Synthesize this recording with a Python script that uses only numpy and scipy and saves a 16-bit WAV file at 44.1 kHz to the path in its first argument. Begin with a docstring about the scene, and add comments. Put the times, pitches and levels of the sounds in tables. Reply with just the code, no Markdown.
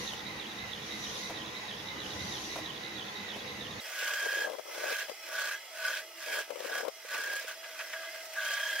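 """A motor drones across a workshop while a toothed drive chirps on every lap; a far hiss comes and goes.
Then, from beside the lathe chuck, the tool is fed in and out of the turning work. It scrapes, chatters
on the marks of its last turn, and gusts of air buffet the microphone ports over the idling spindle.
Drone, hiss, idling, scrape and gusts are coloured noise; chirp, hum and chatter are noise through
resonances, partly steadied; puffs are short tones with rasp."""
import sys
import numpy as np
from scipy import signal
from scipy.io import wavfile
from scipy.ndimage import uniform_filter1d

SR = 44100
rng = np.random.default_rng(int(sys.argv[2]) if len(sys.argv) > 2 else 0)


def dump_mix(stems):
    """Bounce the given channels to the path in sys.argv[1] as a 16-bit WAV at rate SR."""
    frames = np.atleast_2d(stems).T  # one column per channel
    limited = np.clip(frames, -1, 1)  # hard clip at full scale
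    pcm = np.round(limited * 32767).astype(np.int16)
    wavfile.write(sys.argv[1], SR, pcm)


N = 388080

T = np.arange(N) / SR
STEPS = np.arange(0, N + 64, 64) / SR  # times in s at which slow levels are worked out

# Likeness of the two ports beside the chuck: pitch_hz, likeness (0-1)
NEAR_LIKENESS = [(300, 0.9), (1600, 0.98), (3500, 0.43), (6000, 0.33), (11000, 0.49), (16000, .2)]
# Phase between the ports: pitch_hz, left_lead_radians
NEAR_PHASE = [(300, 0), (3190, -.3), (5000, -1.2), (6720, -2.8), (10000, -3.2), (11500, -4), (12700, -5.8),
              (16000, -6)]
# Balance between the ports: pitch_hz, left_over_right_db
NEAR_BALANCE = [(300, -1.5), (1600, -0.5), (3500, -2.5), (6000, -2), (11000, -1.5)]
# Brief touches of the tool: start_s, level_db, chatter_db
NICKS = [(7.138, -41.5, -54), (7.631, -44, -54), (7.79, -37.5, -52), (7.9259, -40, -44), (8.0286, -50, -54),
         (8.14, -49, -50), (8.356, -54, -35.5)]


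def gain_of(db):
    """Amplitude factor of a level in dB."""
    return 10 ** (np.asarray(db) / 20)


def evened(x):
    """The signal brought to an RMS of 1."""
    return x / np.sqrt(np.mean(x ** 2) + 1e-20)


def read(points, hz):
    """A table over pitch, joined by straight lines on a log scale."""
    f, value = np.transpose(points)
    return np.interp(np.log(hz + 1), np.log(f + 1), value)


def curve(rows, t=T):
    """All columns of a table, joined by straight lines in time."""
    s, *columns = np.transpose(rows)
    return [np.interp(t, s, c) for c in columns]


def filled(level):
    """A slow level at every sample."""
    return np.array([np.interp(T, STEPS, row) for row in np.atleast_2d(level)])


def resonate(x, hz, width):
    """A resonance of gain 1: one complex pole; a moving pitch is shifted to zero, smoothed, shifted back."""
    r = np.exp(-np.pi * width / SR)
    if np.ndim(hz) == 0:
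        return 2 * signal.lfilter([1 - r], [1, -r * np.exp(2j * np.pi * hz / SR)], x).real
    turn = np.exp(2j * np.pi * np.cumsum(hz) / SR)
    return 2 * (turn * signal.lfilter([1 - r], [1, -r], x * turn.conj())).real


def resonate_twice(x, hz, width):
    """Two equal resonances in a row, for steeper sides; width is that of each."""
    return resonate(resonate(x, hz, width), hz, width)


def steadied(x, share, size):
    """A self-sustained oscillation holds its size: part of the swelling and fading is taken out."""
    power = uniform_filter1d(x ** 2, size)
    return evened(x / (abs(power) + 0.033 * np.var(x)) ** (np.clip(share, 0, 1) / 2))


def panned(x, pan_db):
    """Left and right, with left stronger by pan_db."""
    return x * gain_of(np.array([[.5], [-.5]]) * pan_db)


def noise(colour, modes=(), modes_db=0, same=((1, 0), (2, 0)), phase=((1, 0), (2, 0)),
          balance=((1, 0), (2, 0)), patchy_db=2.5, size=2048):
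    """Stereo noise from random short-time spectra: a colour, resonant humps on it, drifting patches."""
    hz = np.fft.rfftfreq(size, 1 / SR)
    a, b, c, d, patches = rng.standard_normal((4 * N // size + 5, len(hz), 5)).T
    patches = uniform_filter1d(patches, size=12, axis=0)  # over pitch
    patches = evened(uniform_filter1d(patches, size=6, axis=1))  # over time
    humps = sum(gain_of(2 * (db + modes_db)) / (1 + (2 * (hz - f) / width) ** 2) for f, width, db in modes)

    like = np.clip(read(same, hz), -1, 1)[:, None]
    right = a + 1j * b
    left = like * right + np.sqrt(1 - like ** 2) * (c + 1j * d)
    left = left * (np.exp(1j * read(phase, hz)) * gain_of(read(balance, hz)))[:, None]

    shape = gain_of(read(colour, hz)) * np.sqrt(1 + humps)
    spectra = np.array([left, right]) * shape[:, None] * gain_of(patchy_db * patches)
    sound = signal.istft(spectra, nperseg=size, noverlap=3 * size // 4)[1]
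    return evened(sound[:, :N])


def bumps(rows, rise_s):
    """One rounded envelope at each (start_s, peak_db), with its peak rise_s after the start."""
    out = np.zeros((len(rows), N))
    for envelope, (s, db) in zip(out, rows):
        part = slice(int(np.ceil(s * SR)), int((s + 20 * rise_s) * SR))
        u = (T[part] - s) / rise_s
        envelope[part] = gain_of(db) * u * np.exp(1 - u)
    return out


def swell_db(start, top, end, db, rise_s, fall_s, start_db, end_db, rest_db):
    """Level in dB through five points: rest, start, top, end, rest; past the last point it is at rest."""
    times = [start - rise_s, start, top, end, end + fall_s]
    return np.interp(STEPS, times, [rest_db, db + start_db, db, db + end_db, rest_db])


def drone():
    """Motor and gears from across the bed: noise with humming casings, its bass wavering in level."""
    # Colour before levelling: pitch_hz, level_db per Hz
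    drone_colour = [(25, -38), (45, -22), (60, -7.5), (100, -1.5), (170, -7), (250, -4), (500, -3.5),
                    (900, -5), (1460, -6.5), (1900, -5.5), (2500, -5.5), (3800, -8.5), (4420, -11),
                    (6720, -14.5), (7400, -28), (11700, -24.5), (16000, -29.5)]
    # Casings that hum, dB against each other: pitch_hz, width_hz, level_db
    casings = [(142.7, 6.3, -5), (204.6, 19, 0), (317.4, 7.2, 0.5), (416.4, 5.6, -0.5), (488, 16, -6),
               (764, 48, -11), (851, 16, -4.5), (1026, 20, -4), (3880, 76, -7)]
    # Likeness of left and right: pitch_hz, likeness (0-1)
    likeness = [(60, 0.82), (150, 1), (400, 0.84), (950, 0.047), (2400, 0.076), (6000, 0.23), (15000, 0.02)]
    # Slow course of the bass, on which the waver rides: time_s, change_db
    bass_course = [(0, 0.5), (.8, -2.5), (.92, 0.5), (2.0, -0.5), (2.12, 4), (2.7, 1), (3.2, -1.5),
                   (3.8, 1)]
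    level_db, waver_db = -42.5, 1.3
    sound = gain_of(level_db) * noise(drone_colour, casings, 11.4, likeness, patchy_db=1.85, size=4096,
                                      balance=[(100, -1.4), (2000, -1.1), (6000, -1.0)])
    bass = signal.sosfiltfilt(signal.butter(2, 350, fs=SR, output="sos"), sound)
    waver = evened(uniform_filter1d(rng.standard_normal(N), size=3000))
    return sound + bass * (gain_of(curve(bass_course)[0] + waver_db * waver) - 1)


def toothed_drive():
    """Each tooth gives a short squeak near a pitch and level that repeat every lap, over a lower whistle."""
    # Upper chirp over one lap, before the cover colours it: time_in_lap_s, pitch_hz, level_db
    chirp_lap = [(0, 3880, -62), (.055, 3800, -57), (.075, 3800, -47.5), (.095, 3480, -43.5),
                 (.115, 3140, -49.5), (.14, 3030, -44), (.155, 3480, -54.5), (.18, 3690, -51),
                 (.205, 3430, -46.5), (.225, 3440, -74), (.25, 3800, -58), (.275, 3800, -45.5),
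                 (.3, 3860, -50.5), (.3212, 3850, -57)]
    # Lower whistle over one lap: time_in_lap_s, pitch_hz, level_db
    whistle_lap = [(0, 2020, -51), (.05, 1980, -49.5), (.1, 1860, -52.5), (.17, 1860, -58),
                   (.21, 1900, -56.5), (.26, 2010, -50), (.3212, 2070, -48.5)]
    # Cover of the drive, dB against the chirp put through each: pitch_hz, width_hz, level_db
    cover = [(3060, 160, -5), (3425, 104, -2.5), (3786, 83, 3.5), (3920, 130, -4.5)]
    lap_s, teeth = .3212, 22

    hz, db = curve(chirp_lap, T % lap_s)
    tooth = T / lap_s * teeth - .3
    nearest = np.round(tooth)
    stray, strength = rng.standard_normal((2, int(N / SR * 70) + 2))[:, nearest.astype(int)]
    hz = hz * (1 + 0.02 * stray - 0.062 * (tooth - nearest))  # each squeak falls as the tooth seats
    squeaks = (0.4 + np.exp(2.1 * (np.cos(2 * np.pi * tooth) - 1))) * gain_of(0.67 * strength)

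    a, b, c, d = rng.standard_normal((4, N))
    chirp = []
    for source in (a, a + 0.49 * b):  # left and right share most of it
        ringing = steadied(resonate_twice(source, hz, 410), share=0.32, size=400)
        bare = evened(ringing * squeaks) * gain_of(db)
        covered = sum(gain_of(mode_db) * resonate(bare, f, width) for f, width, mode_db in cover)
        chirp.append(.5 * bare + covered)

    hz, db = curve(whistle_lap, T % lap_s)
    whistle = [steadied(resonate_twice(source, hz, 140), share=0.45, size=600) * gain_of(db)
               for source in (c, c + 6.9 * d)]  # left and right share little of it
    return panned(np.add(chirp, whistle), -7.5)


def far_hiss():
    """Coloured noise in the distance that rises, climbs and falls away."""
    # Spells of hiss: start_s, loudest_s, fade_s, level_db
    spells = [(-.2, .04, 0.11, -42.5), (0.867, 1.18, 1.265, -42.5), (2.04, 2.32, 2.56, -43)]
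    # Colour before levelling: pitch_hz, level_db per Hz
    hiss_colour = [(2000, -13.5), (4000, -4), (5200, -8), (6800, -10), (7300, -21.5), (11000, -21.5),
                   (16000, -34)]
    # Resonant humps: pitch_hz, width_hz, level_db against the colour
    hiss_modes = [(5870, 200, 9), (11250, 170, 9)]
    levels = [swell_db(*row, rise_s=0.051, fall_s=0.15, start_db=-6.5, end_db=-2.5, rest_db=-59.5)
              for row in spells]
    return filled(gain_of(np.max(levels, axis=0))) * noise(hiss_colour, hiss_modes, patchy_db=2.0, size=1024)


def knocks():
    """Small knocks: a resonant thud and a bright tick, each noise under a rounded envelope."""
    # Knocks: start_s, thud_db, tick_db
    knock_rows = [(0.127, -42.5, -62), (1.294, -40.5, -69), (2.554, -38.5, -63), (2.583, -43.5, -64),
                  (3.357, -42.5, -74)]
    s, thud_db, tick_db = np.transpose(knock_rows)
    a, b = rng.standard_normal((2, N))
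    thuds = evened(resonate(a, 610, 360)) * sum(bumps(np.transpose([s, thud_db]), 0.0085))
    ticks = evened(np.diff(b, 2, prepend=[0, 0])) * sum(bumps(np.transpose([s, tick_db]), .003))
    return thuds + ticks


def idling():
    """Spindle, gears and fan close by: noise with resonant humps."""
    # Colour before levelling: pitch_hz, level_db per Hz
    idle_colour = [(18, -68), (30, -31), (199, -33.5), (426, -15.5), (666, -6), (962, -15.5), (1810, -15.5),
                   (2060, -3.5), (2350, -15.5), (5040, -13), (6900, -13.5), (14800, -17.5), (16000, -23)]
    # Resonant humps, dB against each other: pitch_hz, width_hz, level_db
    idle_modes = [(336.6, 7, 5.5), (893, 21, -4.5), (1291, 24, 4), (1490, 23, -29), (1640, 35, -24),
                  (2026, 75, -3.5), (2530, 21, 2.5), (2920, 140, 0), (3297, 55, 3.5), (4110, 26, -1),
                  (4950, 49, 1.5), (5380, 21, 5), (5710, 51, 1)]
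    # The idling eases after the start and dips briefly: time_s, change_db
    idle_course = [(3.8, 4.5), (4.2, 2.5), (4.6, -0.5), (4.63, -1), (4.68, 3), (6.9, -1), (7.6, 1),
                   (8.8, 2.5)]
    base_db = -49.5
    sound = noise(idle_colour, idle_modes, 11.3, NEAR_LIKENESS, NEAR_PHASE, NEAR_BALANCE, size=4096)
    return gain_of(base_db + curve(idle_course)[0]) * sound


def gear_hum():
    """A wavering hum of the gears: noise through a narrow resonance, partly steadied."""
    # Course of the hum: time_s, level_db
    hum_course = [(3.8, -62), (4.9, -64), (5.0, -52), (5.15, -64), (5.35, -50), (5.65, -67), (5.8, -50),
                  (6.07, -59), (6.93, -60), (6.97, -63), (7.5, -58.5), (7.85, -51.5), (8.3, -50.5),
                  (8.8, -55)]
    hum = steadied(resonate_twice(rng.standard_normal(N), 647.0, 30), share=0.34, size=700)
    return panned(hum * gain_of(curve(hum_course)[0]), -0.96)


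def feed(touch, full, withdraw, stops, scrape_db, chatter_db, built_db, lower_db, overtone_db):
    """Levels of scrape, chatter, lower mode, overtone: chatter goes to its built level, lower mode fades."""
    # Scrape in dB against full depth: approach, touch, built up, withdraw, lifted
    scrape_steps = (-17, -9.5, -1.5, -3, -29.5)
    approach_s, build_s, lift_s = 0.044, 0.18, 0.084
    fade_db_per_s, most_fade_db = 64, 19
    built = min(full + build_s, (full + 3 * min(withdraw, stops)) / 4)
    s = np.array([touch - approach_s, touch, full, built, withdraw, withdraw + lift_s])
    late = s + (stops - withdraw) * (s >= withdraw)  # the chatter has its own stop
    scrape = scrape_db + np.insert(np.array(scrape_steps), 2, 0)
    chatter = np.array([chatter_db - 38, chatter_db - 19.5, chatter_db, built_db, built_db, built_db - 34.5])
    lower = chatter + lower_db - np.clip(fade_db_per_s * (s - full), 0, most_fade_db)
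    ringing = [np.interp(STEPS, late, db, -120, -120) for db in (chatter, lower, chatter + overtone_db)]
    return [np.interp(STEPS, s, scrape, -120, -120)] + ringing


def spindle():
    """Turns made so far, and how far the high side of the work faces the tool (-1 to 1)."""
    # Load slows the spindle: time_s, turns_per_s
    speed = [(3.8, 33.0), (4.0, 32.75), (4.4, 32.4), (4.7, 33.0), (5.05, 32.7), (5.25, 33), (5.55, 32.6),
             (5.75, 33), (7.1, 33.1), (7.4, 33), (8.35, 33), (8.55, 32.4), (8.8, 31.7)]
    high_spot_s = 8.731  # a moment when the high side meets the tool
    turns = np.cumsum(curve(speed)[0]) / SR
    return turns, np.cos(2 * np.pi * (turns - turns[round(high_spot_s * SR)]))


def tool_scrape(high_side):
    """Scrape of the tool at an even level: noise that throbs once a turn and breaks up with the chips."""
    # Colour before levelling: pitch_hz, level_db per Hz
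    scrape_colour = [(290, -53), (500, -18), (631, -9.5), (750, -19), (1050, -19), (1640, -1), (1840, -9),
                     (2540, -4.5), (9220, -14), (14700, -18), (16000, -15.5)]
    # Resonances of the tool, dB against each other: pitch_hz, width_hz, level_db
    tool_modes = [(588, 51, 5), (957, 47, 7), (1178, 22, 7), (1890, 116, 0), (2300, 45, -1), (2543, 36, 0),
                  (4400, 60, -8), (5100, 97, 0), (5500, 59, -1.5), (6360, 57, 4)]
    grit = evened(uniform_filter1d(rng.standard_normal(N), size=200))  # chips break unevenly
    throb = gain_of(0.71 * high_side + 1.66 * grit)
    sound = noise(scrape_colour, tool_modes, 6.9, NEAR_LIKENESS, NEAR_PHASE, NEAR_BALANCE,
                  patchy_db=2.0, size=1024)
    return sound * evened(throb)


def surface(turns, memory, count=1400):
    """Roughness met by the tool: each turn keeps a share of the marks left by the turn before."""
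    fresh = rng.standard_normal((int(N / SR * 36), count))
    marks = signal.lfilter([1], [1, -np.clip(memory, 0, .97)], fresh, axis=0).ravel()
    return evened(np.interp(turns * count, np.arange(len(marks)), marks))


def shank_chatter(turns, high_side, chatter_db, lower_db, overtone_db):
    """The marks of the last turn set the tool shank ringing in two close modes and an overtone."""
    # The work runs off centre: time_s, depth (0-1) of the throb in each turn
    runout = [(3.8, 0.1), (4.2, 0), (4.5, 0.4), (8.4, 0.08), (8.6, 0.55), (8.8, 1)]
    marks = surface(turns, memory=0.77)
    depth = np.clip(curve(runout)[0], 0, 1)
    upper = steadied(resonate_twice(marks, 1636, 34), share=.85, size=900)
    upper = upper * (1 + depth * high_side) / np.sqrt(1 + depth ** 2 / 2)
    upper = upper + 0.2 * evened(resonate(marks, 1730, 23))
    lower = steadied(resonate_twice(marks, 1515, 90), share=0.42, size=2600)
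    post = evened(resonate_twice(marks, 1166, 55))  # the tool post rings along with the lower mode
    overtone = steadied(resonate_twice(marks, 3196, 150), share=0.34, size=900)
    overtone = overtone * (1 + 0.49 * depth * high_side)

    struck = sum(bumps([(s, db) for s, _, db in NICKS], 0.023))  # each nick sets the shank ringing
    chatter = (gain_of(chatter_db) + struck) * upper
    chatter = chatter + (gain_of(lower_db) + 0.42 * struck) * (lower + 0.32 * post)
    chatter = chatter + gain_of(overtone_db) * overtone
    # A faint copy 170 samples later, opposite in sign left and right, widens the chatter
    spread = 0.14 * np.roll(chatter, 170) * [[1], [-1]]
    return panned(chatter, -0.29) + spread


def tool_nicks(scrape):
    """Brief touches of the tool: the scrape through a broad resonance, under rounded envelopes."""
    return sum(bumps([row[:2] for row in NICKS], 0.0091)) * evened(resonate(scrape, 1100, 2000))


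def chip_snaps(scrape):
    """Chips snap with a bright hiss: the scrape run backwards and brightened, in short bursts."""
    # Snaps: start_s, level_db
    chips = [(7.1355, -42), (7.1774, -41), (7.2353, -41), (7.3296, -42), (7.3595, -38), (7.3934, -40),
             (7.4782, -41), (8.25, -44), (8.3333, -42)]
    return sum(bumps(chips, 0.004)) * evened(np.diff(scrape[:, ::-1], prepend=0))


def cutting():
    """The tool fed in and out of the work: scrape, chatter, nicks and snapping chips."""
    # Feeds: touch_s, full_depth_s, withdraw_s, chatter_stops_s, scrape_db, chatter_db at full depth,
    # built_chatter_db, lower_mode_db and overtone_db against the chatter
    feeds = [(3.855, 4.04, 4.44, 4.455, -36.5, -39.5, -35, 1.5, -13),
             (4.73, 4.884, 5.03, 5.025, -37, -41, -41, 3.5, -14),
             (5.26, 5.38, 5.54, 5.555, -37.5, -39.5, -40.5, 2.5, -12),
             (5.76, 5.868, 5.99, 5.99, -37, -39.5, -42, 4.5, -9.5),
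             (6.208, 6.34, 6.41, 6.41, -35, -37.5, -41, -4.5, -9.5),
             (6.608, 6.767, 6.81, 6.815, -38, -38, -40.5, -1.5, -12),
             (7.048, 7.135, 7.435, 7.385, -39.7, -40, -37, -1.5, -16),
             (7.46, 7.485, 7.52, 7.52, -41, -44, -47, -0.5, -12),
             (7.57, 7.803, 8.27, 8.1, -46.5, -56, -55, 4, -5),
             (8.334, 8.464, 8.85, 8.81, -37.5, -38.5, -36.5, -3, -6)]
    clear_db = -57.5  # the scrape level never goes below this, even with the tool clear
    scrape_db, *ringing_db = filled(np.max([feed(*row) for row in feeds], axis=0))
    turns, high_side = spindle()
    scrape = tool_scrape(high_side)
    chatter = shank_chatter(turns, high_side, *ringing_db)
    scraping = gain_of(np.maximum(scrape_db, clear_db)) * scrape
    return scraping + tool_nicks(scrape) + chip_snaps(scrape) + chatter


def gusts():
    """Lumpy air noise, unrelated at the two ports; gusts swell and sag, or are cut short while rising."""
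    # Points of each gust's level curve before the bass cut:
    # rise_point_s, top_point_s, end_point_s, top_level_db, left_over_right_db.
    # The level is at rest from 36 ms after the end point on; where the end point lies early,
    # the gust is cut short before its top, or is not heard at all.
    gust_rows = [(3.95, 4.04, 3.9, -50, 11), (4.126, 4.148, 4.14, -50.5, 21),
                 (4.236, 4.473, 4.555, -43, 13), (4.584, 4.593, 4.6, -45, 23),
                 (4.665, 4.907, 4.935, -43.5, 10.5), (5.0, 5.11, 5.02, -54.5, 21),
                 (5.265, 5.4, 5.5, -53, 2), (5.794, 5.843, 5.7, -49.5, 12), (6.275, 6.37, 6.41, -42.5, 7),
                 (6.5, 6.862, 6.895, -47.5, 18), (7.02, 7.057, 6.9, -45.5, -5),
                 (7.11, 7.15, 7.37, -49.5, 0)]
    # Colour before levelling: pitch_hz, level_db per Hz
    gust_colour = [(60, -49), (180, -48), (280, -15.5), (400, -5), (520, 2), (800, -6.5), (1200, -12.5),
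                   (2500, -39)]
    calm_db = -78
    lumps = gain_of(2.7 * evened(uniform_filter1d(rng.standard_normal((2, N)), size=350)))
    air = evened(noise(gust_colour, size=512) * lumps)
    strength = gain_of(calm_db)
    for *row, pan_db in gust_rows:
        level_db = swell_db(*row, rise_s=0.063, fall_s=0.036, start_db=-7, end_db=-1, rest_db=-100)
        strength = strength + panned(gain_of(level_db), pan_db)
    return filled(strength) * air


def puffs():
    """Sudden puffs at the ports: a short low tone with rasping noise on it."""
    # Puffs before the bass cut: start_s, level_db, pitch_hz, rasp_db against the tone, left_over_right_db
    pops = [(4.024, -41, 524, -6, 9), (4.255, -43, 522, -12, 17), (4.423, -38, 500, -13.5, 4.0),
            (4.496, -36.5, 637, -9.5, 12), (4.517, -39, 560, -10, 13), (4.532, -38, 540, -10, 13),
            (4.583, -41.5, 566, -11.5, 23), (4.778, -37.5, 553, -13.5, 14), (4.913, -43, 484, -11, 7.5),
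            (5.083, -45, 600, -4, 18), (5.094, -40, 570, -7, 22), (5.114, -45, 465, -10, 20),
            (6.503, -37, 520, -12, 24.5), (6.556, -41.5, 519, -6, 18), (6.603, -39.5, 527, -17, 23),
            (6.647, -38, 514, -9, 21.5), (6.849, -39, 530, -5.5, 14.5), (6.88, -31, 508, -12.5, 19),
            (7.048, -45.5, 506.4, -10, -11), (7.444, -41.5, 500, -8, -9)]
    out = np.zeros((2, N))
    rasp = rng.standard_normal(N)
    rasp = evened(resonate(rasp, 910, 517) + 0.4 * resonate(rasp, 2300, 900))
    envelopes = bumps([row[:2] for row in pops], 0.0029)
    for (s, _, hz, rasp_db, pan_db), bump in zip(pops, envelopes):
        part = slice(int(s * SR), int((s + .06) * SR))
        tone = np.sin(2 * np.pi * hz * (T[part] - s))
        out[:, part] += panned(bump[part] * (tone + gain_of(rasp_db) * rasp[part]), pan_db)
    return out


def buffeting():
    """Gusts and puffs at the microphone, which cuts their bass below 230 Hz."""
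    bass_cut = signal.butter(3, 230, "high", fs=SR, output="sos")
    return signal.sosfilt(bass_cut, gusts() + puffs())


def scene():
    """First from across the bed, then from beside the chuck."""
    move_s = 3.801  # the listening place changes, within 2 ms
    near = np.clip((T - move_s) / .002, 0, 1)
    across_the_bed = drone() + toothed_drive() + far_hiss() + knocks()
    beside_the_chuck = idling() + gear_hum() + cutting() + buffeting()
    return (1 - near) * across_the_bed + near * beside_the_chuck


def record(dry):
    """The band limit: a steep low-pass at 15800 Hz."""
    low_pass = signal.firwin(511, 15800, window=("kaiser", 9), fs=SR)
    return signal.oaconvolve(dry, low_pass[None], "same")


dry = scene()
out = record(dry)
dump_mix(out)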